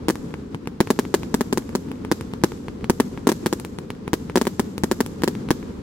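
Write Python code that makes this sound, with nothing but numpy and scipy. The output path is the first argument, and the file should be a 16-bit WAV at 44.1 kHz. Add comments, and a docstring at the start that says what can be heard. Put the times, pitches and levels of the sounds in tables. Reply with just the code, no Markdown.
"""A fireworks barrage over a lake at night, heard from the shore: steep minimum-phase shocks, frayed by noise.
Each shell's shock arrives through the air and, a few ms later, off the ground; smaller pops are dry ticks.
Some fronts overload the microphone and land with a deep thud, an added inverted pulse.
Noise that follows the cracks' energy gives the hiss of nearby scatter and a long grainy tail over the water.
Echoes from the far shore merge into a low rumble: shaped noise with a slow level curve."""
import sys
import numpy as np
from scipy import signal
from scipy.fft import rfft, irfft, next_fast_len
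from scipy.io import wavfile

SR = 44100
rng = np.random.default_rng(int(sys.argv[2]) if len(sys.argv) > 2 else 0)


def log_audio(samples):
    """Write samples as a 16-bit WAV file to the path given in sys.argv[1]."""
    # one column per channel
    frames = np.atleast_2d(samples).T
    # limit to full scale, then quantise
    limited = np.clip(frames, -1, 1)
    pcm = np.round(limited * 32767).astype(np.int16)
    wavfile.write(sys.argv[1], SR, pcm)


N = 256662

# Shell bursts. Each row: arrival in seconds, ground echo lag in seconds, relative strength in dB,
# slump of the first crest as linear gain of the thud (0 none, 1 heavy).
BURSTS = [(0.0843,.0062,-.5,0.44), (0.1003,0.0057,-3,0.22), (0.8043,0.0056,3.5,1.7),
          (0.904,0.0047,1.5,0.094), (0.99,.0047,-1,0), (1.1413,0.0053,1,0), (1.1437,0.0047,-2.5,0.33),
          (1.3425,0.0042,.5,1.15), (1.409,0.0047,-2.5,0.048), (1.5271,0.0049,-2.5,0.27),
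          (1.5745,0.0057,-4,0.14), (1.752,0.005,-3,0.29), (2.1154,0.0059,1,0.62), (2.4374,0.0058,4,1.4),
          (2.8979,0.0052,2.5,1.6), (3.0006,0.0045,2,0), (3.2707,.0045,2.5,0.084), (3.2902,.0054,-1.5,0.34),
          (3.2932,0.0062,-4.5,0.21), (3.318,0.0054,-6,0.068), (3.461,0.0056,-1,.85), (3.5277,0.0059,-3,0.1),
          (4.1323,.0061,0,1.14), (4.3573,0.0052,1.5,0), (4.3735,0.0056,-0.5,0.056), (4.4141,.0045,-2.5,0),
          (4.4697,0.0052,-3.5,0), (4.5956,0.0047,-1,0.78), (4.836,0.0056,-1,1.44), (4.9141,.0054,-1,0),
          (5.0053,0.0044,-1,0.089), (5.2356,0.0062,-.5,0.48), (5.2772,0.0054,-2.5,0.099),
          (5.5062,0.006,2,1.5)]
# Clearer small reports. Each row: arrival in seconds, relative level in dB,
# brightness in dB (tilt from 2 kHz, full at 8 kHz).
POPS = [(0.156,3.5,9), (0.3406,5,0), (0.5465,6.5,2.5), (0.6735,7.5,5.5), (0.873,3.5,6), (1.052,0.5,2),
        (1.2328,3.5,6), (1.692,-2.5,9), (1.916,2,7.5), (2.0492,3.5,5), (2.21,2.5,11), (2.3366,4.5,5),
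        (2.5199,1.5,3), (2.6833,5,-0.5), (2.8434,6,4.5), (3.1755,3,-1), (3.599,-.5,19), (3.6491,2,17.5),
        (3.787,4,11.5), (3.904,5.5,8.5), (4.0787,7,5.5), (4.2981,5,1), (4.4533,1,16), (4.78,6,15),
        (5.0627,2.5,18), (5.2208,3.5,13), (5.3521,-1.5,8), (5.488,2.5,7), (5.628,-4,1)]
# Colour of one shock. Each row: frequency in Hz, relative level in dB.
BURST_COLOUR_DB = [(25, -0.5), (90, 9.5), (130, 14), (170, 23), (240, 32.5), (370, 30), (520, 23.5),
                   (680, 14), (950, 22.5), (1400, 10), (1700, 15.5), (2400, 3.5), (7000, 2), (11000, -4),
                   (16000, -6.7)]
# A stronger shell gains more in knock than in crack. Each row: frequency in Hz, gain in dB per dB of strength.
GROWTH_DB_PER_DB = [(300, 1.0), (1100, 1.1), (4500, 0.72)]
# Thud of an overloaded front at full slump. Each row: frequency in Hz, level in dB (right port).
SLUMP_COLOUR_DB = [(25, 19.5), (90, 26), (200, 25.5), (450, 24), (1000, 11.5), (4000, -16.5)]
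# Colour of one pop. Each row: frequency in Hz, relative level in dB.
POP_COLOUR_DB = [(30, 2), (120, 17), (280, 13), (450, 13.5), (620, -4.5), (900, 6), (1500, -2.5),
                 (2200, -1.5), (3500, -12), (7000, -26.5), (11000, -24), (16000, -40)]
# Scatter from nearby things. Each row: frequency in Hz, level against the shock in dB.
NEAR_COLOUR_DB = [(60, -25), (300, -23.5), (700, -18.5), (1600, -9.5), (2600, -13), (6000, -8),
                  (16000, -9.5)]
# Scatter over the water. Each row: frequency in Hz, level against the shock in dB.
FAR_COLOUR_DB = [(60, -18), (300, -23), (700, -32.5), (1100, -29), (2500, -28), (4000, -16), (7500, -12),
                 (9000, -20.5), (13000, -13), (16000, -24)]
# Decay of the scatter over the water. Each row: frequency in Hz, time to fall 60 dB in seconds.
FAR_T60_S = [(60, 9.5), (1000, 1.2), (4000, 0.8), (8000, 1.3), (16000, 0.28)]
# Colour of the far shore's rumble. 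Each row: frequency in Hz, relative density in dB per Hz.
RUMBLE_COLOUR_DB = [(20, -35), (45, -5.5), (75, -1), (130, -2.5), (190, 2.5), (270, 3), (340, -4.5),
                    (450, -4.5), (530, -12), (640, -22), (1000, -20), (2200, -32), (5000, -37),
                    (16000, -57.5)]
# Level curve of the rumble. Each row: time in seconds, relative level in dB.
RUMBLE_LEVEL_DB = [(0.0, -32.5), (0.26, -33.5), (0.71, -37), (1.38, -33.5), (2.85, -34.5), (3.42, -34),
                   (4.1, -35), (5.4, -33), (5.82, -32.5)]
# Left-right correlation of diffuse sound. Each row: frequency in Hz, correlation (1 identical, 0 unrelated).
LIKENESS = [(60, 1), (130, 0.95), (290, 0.87), (640, 0), (1400, 0), (16000, 0.063)]
# Microphone port difference. Each row: frequency in Hz, left minus right in dB.
BALANCE_DB = [(40, 0), (90, 0.5), (180, 1), (1000, 1.5), (2000, 2), (6000, 0), (7800, -1), (10800, -5),
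              (12500, 3), (16000, -2)]

SIDES = np.array([[1], [-1]])  # left, right
SHOCK_SIZE = 4096  # samples
LEAD_S = .0003  # head room so that either port may hear a front first
SLUMP_LEFT_DB = -7.5  # left port's thud against the right's
FAINT_POPS_PER_S, FAINT_POP_DB, FAINT_SPREAD_DB, FAINT_BRIGHT_DB = 3.7, -12.5, 2, 6
NEAR_T60_S = 0.063
CUTOFF_HZ = 15900


def bursts(direct_db=.5, ground_db=-.5, ground_bass_db=-5.0):
    """Each burst is a shock, coloured by its strength, and its thinner, rougher bounce off the ground."""
    out, hz = np.zeros((2, N)), bins(SHOCK_SIZE)
    bounce_points = [(120, ground_bass_db), (400, ground_db), (1000, ground_db - 9.5), (4000, ground_db)]
    bounce_db = at_hz(bounce_points, hz)
    # an overloaded crest slumps into a downward pulse, above all at the right port
    thud_db = at_hz(SLUMP_COLOUR_DB, hz) + np.array([[SLUMP_LEFT_DB], [0]])
    thud = -in_time(causal(thud_db))
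    for start_s, lag_s, strength_db, slump in BURSTS:
        db = at_hz(BURST_COLOUR_DB, hz) + strength_db * at_hz(GROWTH_DB_PER_DB, hz)
        add(out, start_s - LEAD_S, shock(db + direct_db, ragged_hz=2440, ragged_s=0.001))
        add(out, start_s, slump * thud)
        add(out, start_s + lag_s - LEAD_S, shock(db + bounce_db, ragged_hz=1870, ragged_s=0.0012))
    return out


def shock(db, ragged_hz, ragged_s):
    """One pressure front; above ragged_hz it is frayed into a brief spray of tiny reflections."""
    hz, t_s = bins(SHOCK_SIZE), np.arange(SHOCK_SIZE) / SR
    spray = rng.standard_normal((2, SHOCK_SIZE)) * np.exp(-t_s / ragged_s)
    spray = rfft(spray / np.sqrt(np.sum(spray ** 2, axis=1, keepdims=True)))
    frayed = (1j * hz / (ragged_hz + 1j * hz)) ** 2
    # the clean part takes the power the spray leaves
    clean = causal(10 * np.log10(1 - np.abs(frayed) ** 2))
    # shells spread across the sky, so the front reaches the right port a little later or earlier
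    lag_s = np.array([[LEAD_S], [LEAD_S + rng.normal(6e-5, 7e-5)]])
    delay = np.exp(-2j * np.pi * hz * lag_s)
    return in_time(causal(db) * (clean + frayed * spray) * delay)


def pops(level_db=-3.0):
    """Small charges give one light, dry tick each."""
    out, hz = np.zeros((2, N)), bins(SHOCK_SIZE)
    for start_s, pop_db, bright_db in POPS + faint_pops():
        tilt_db = at_hz([(2000, 0), (8000, bright_db)], hz)
        db = at_hz(POP_COLOUR_DB, hz) + level_db + pop_db + tilt_db
        add(out, start_s - LEAD_S, shock(db, ragged_hz=2620, ragged_s=0.00082))
    return out


def faint_pops():
    """Rows like those of POPS for the tiny charges that go off at random."""
    draws = rng.random((round(FAINT_POPS_PER_S * N / SR), 2))
    rows = []
    for when, size in draws:
        pop_db = FAINT_POP_DB + FAINT_SPREAD_DB * (2 * size - 1)
        rows.append((when * N / SR, pop_db, FAINT_BRIGHT_DB))
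    return rows


def scatter(x, colour_db, t60_points, build_s):
    """Echoes from many surfaces: noise whose energy builds up and dies at its own rate in each octave."""
    size = next_fast_len(N)
    hz, noise, out = bins(size), diffuse(colour_db, size), 0
    centres_hz = 62.5 * 2 ** np.arange(9)
    rise = np.exp(-1 / (build_s * SR))
    mono = x.sum(0) / np.sqrt(2) + 1e-18
    for centre_hz, pick in zip(centres_hz, np.eye(len(centres_hz))):
        low_hz, high_hz = centre_hz / np.sqrt(2), min(centre_hz * np.sqrt(2), CUTOFF_HZ)
        octave = signal.butter(2, [low_hz, high_hz], "band", fs=SR, output="sos")
        band = signal.sosfilt(octave, mono)
        power = band ** 2 * SR / 2 / (high_hz - low_hz)
        keep = from_db(-120 / (at_hz(t60_points, centre_hz) * SR))  # power: 60 dB down after T60
        power = signal.lfilter([1 - keep], [1, -keep], power + 1e-18)
        power = signal.lfilter([1 - rise], [1, -rise], power)
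        # triangular crossfade between octaves
        noise_band = irfft(noise * at_hz(np.c_[centres_hz, pick], hz), size)[:, :N]
        out = out + np.sqrt(power) * noise_band
    return out


def rumble(level_db=1.0, lumpy_db=1.44):
    """Overlapping far echoes roll on unevenly: diffuse noise on a level curve with random lumps."""
    curve_db = np.interp(np.arange(N) / SR, *np.transpose(RUMBLE_LEVEL_DB))
    total_db = level_db + curve_db + lumpy_db * lumps(per_s=30)
    return from_db(total_db) * rms_one(irfft(diffuse(RUMBLE_COLOUR_DB, N), N))


def diffuse(colour_db, size):
    """Spectrum of stereo noise from all sides: alike in the bass, nearly unrelated in the treble."""
    hz = bins(size)
    alike = np.clip(at_hz(LIKENESS, hz), -.99, .99)
    mid, side = rfft(rng.standard_normal((2, size)))
    stereo = np.sqrt((1 + alike) / 2) * mid + np.sqrt((1 - alike) / 2) * side * SIDES
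    return from_db(at_hz(colour_db, hz)) * stereo


def lumps(per_s):
    """Random ups and downs of unit deviation, per_s points a second joined by straight lines."""
    return np.interp(np.arange(N) / SR * per_s, np.arange(SHOCK_SIZE), rng.standard_normal(SHOCK_SIZE))


def causal(db):
    """Minimum-phase response with this colour: a steep front, then the swing back."""
    cepstrum = irfft(np.log(from_db(db)))
    half = cepstrum.shape[-1] // 2
    cepstrum[..., 1:half] *= 2
    cepstrum[..., half + 1:] = 0
    return np.exp(rfft(cepstrum))


def in_time(response):
    """First half of a spectrum's impulse response, faded out along its length."""
    half = SHOCK_SIZE // 2
    return irfft(response)[:, :half] * np.cos(np.linspace(0, np.pi / 2, half)) ** 2


def add(out, start_s, sound):
    """Mix a sound in at start_s."""
    i = int(np.clip(round(start_s * SR), 0, N - 1))
    out[:, i:i + sound.shape[1]] += sound[:, :N - i]


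def at_hz(points, hz):
    """Read a table of (Hz, value) on a log-frequency axis."""
    f_hz, value = np.transpose(points)
    return np.interp(np.log(hz + 1e-3), np.log(f_hz), value)


def bins(size):
    """Bin frequencies in Hz of a real spectrum."""
    return np.arange(size // 2 + 1) * SR / size


def from_db(db):
    """Amplitude factor of a level in dB."""
    return 10 ** (np.asarray(db) / 20)


def rms_one(x):
    """Scale to unit RMS over both channels."""
    return x / np.sqrt(np.mean(x ** 2) + 1e-20)


def scene(grain_db=1.2):
    """Direct reports, scatter from close by, the long grainy tail over the water, and the rumble."""
    reports = bursts() + pops()
    near = scatter(reports, NEAR_COLOUR_DB, [(1000, NEAR_T60_S)], build_s=0.0003)
    far = scatter(reports, FAR_COLOUR_DB, FAR_T60_S, build_s=0.0032)
    grain = from_db(grain_db * lumps(per_s=330))
    return reports + (near + far) * grain + rumble()


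def record(dry):
    """The two microphone ports differ in colour; the highest peaks are rounded and the top is cut."""
    ports = in_time(causal(SIDES * at_hz(BALANCE_DB, bins(SHOCK_SIZE)) / 2))
    x = signal.fftconvolve(dry, ports, axes=1)[:, :N]
    x = x / (1 + (x / .92) ** 6) ** (1 / 6)  # soft ceiling at 0.92
    lowpass = signal.ellip(10, .2, 80, CUTOFF_HZ, fs=SR, output="sos")
    return signal.sosfilt(lowpass, x)


dry = scene()
out = record(dry)
log_audio(out)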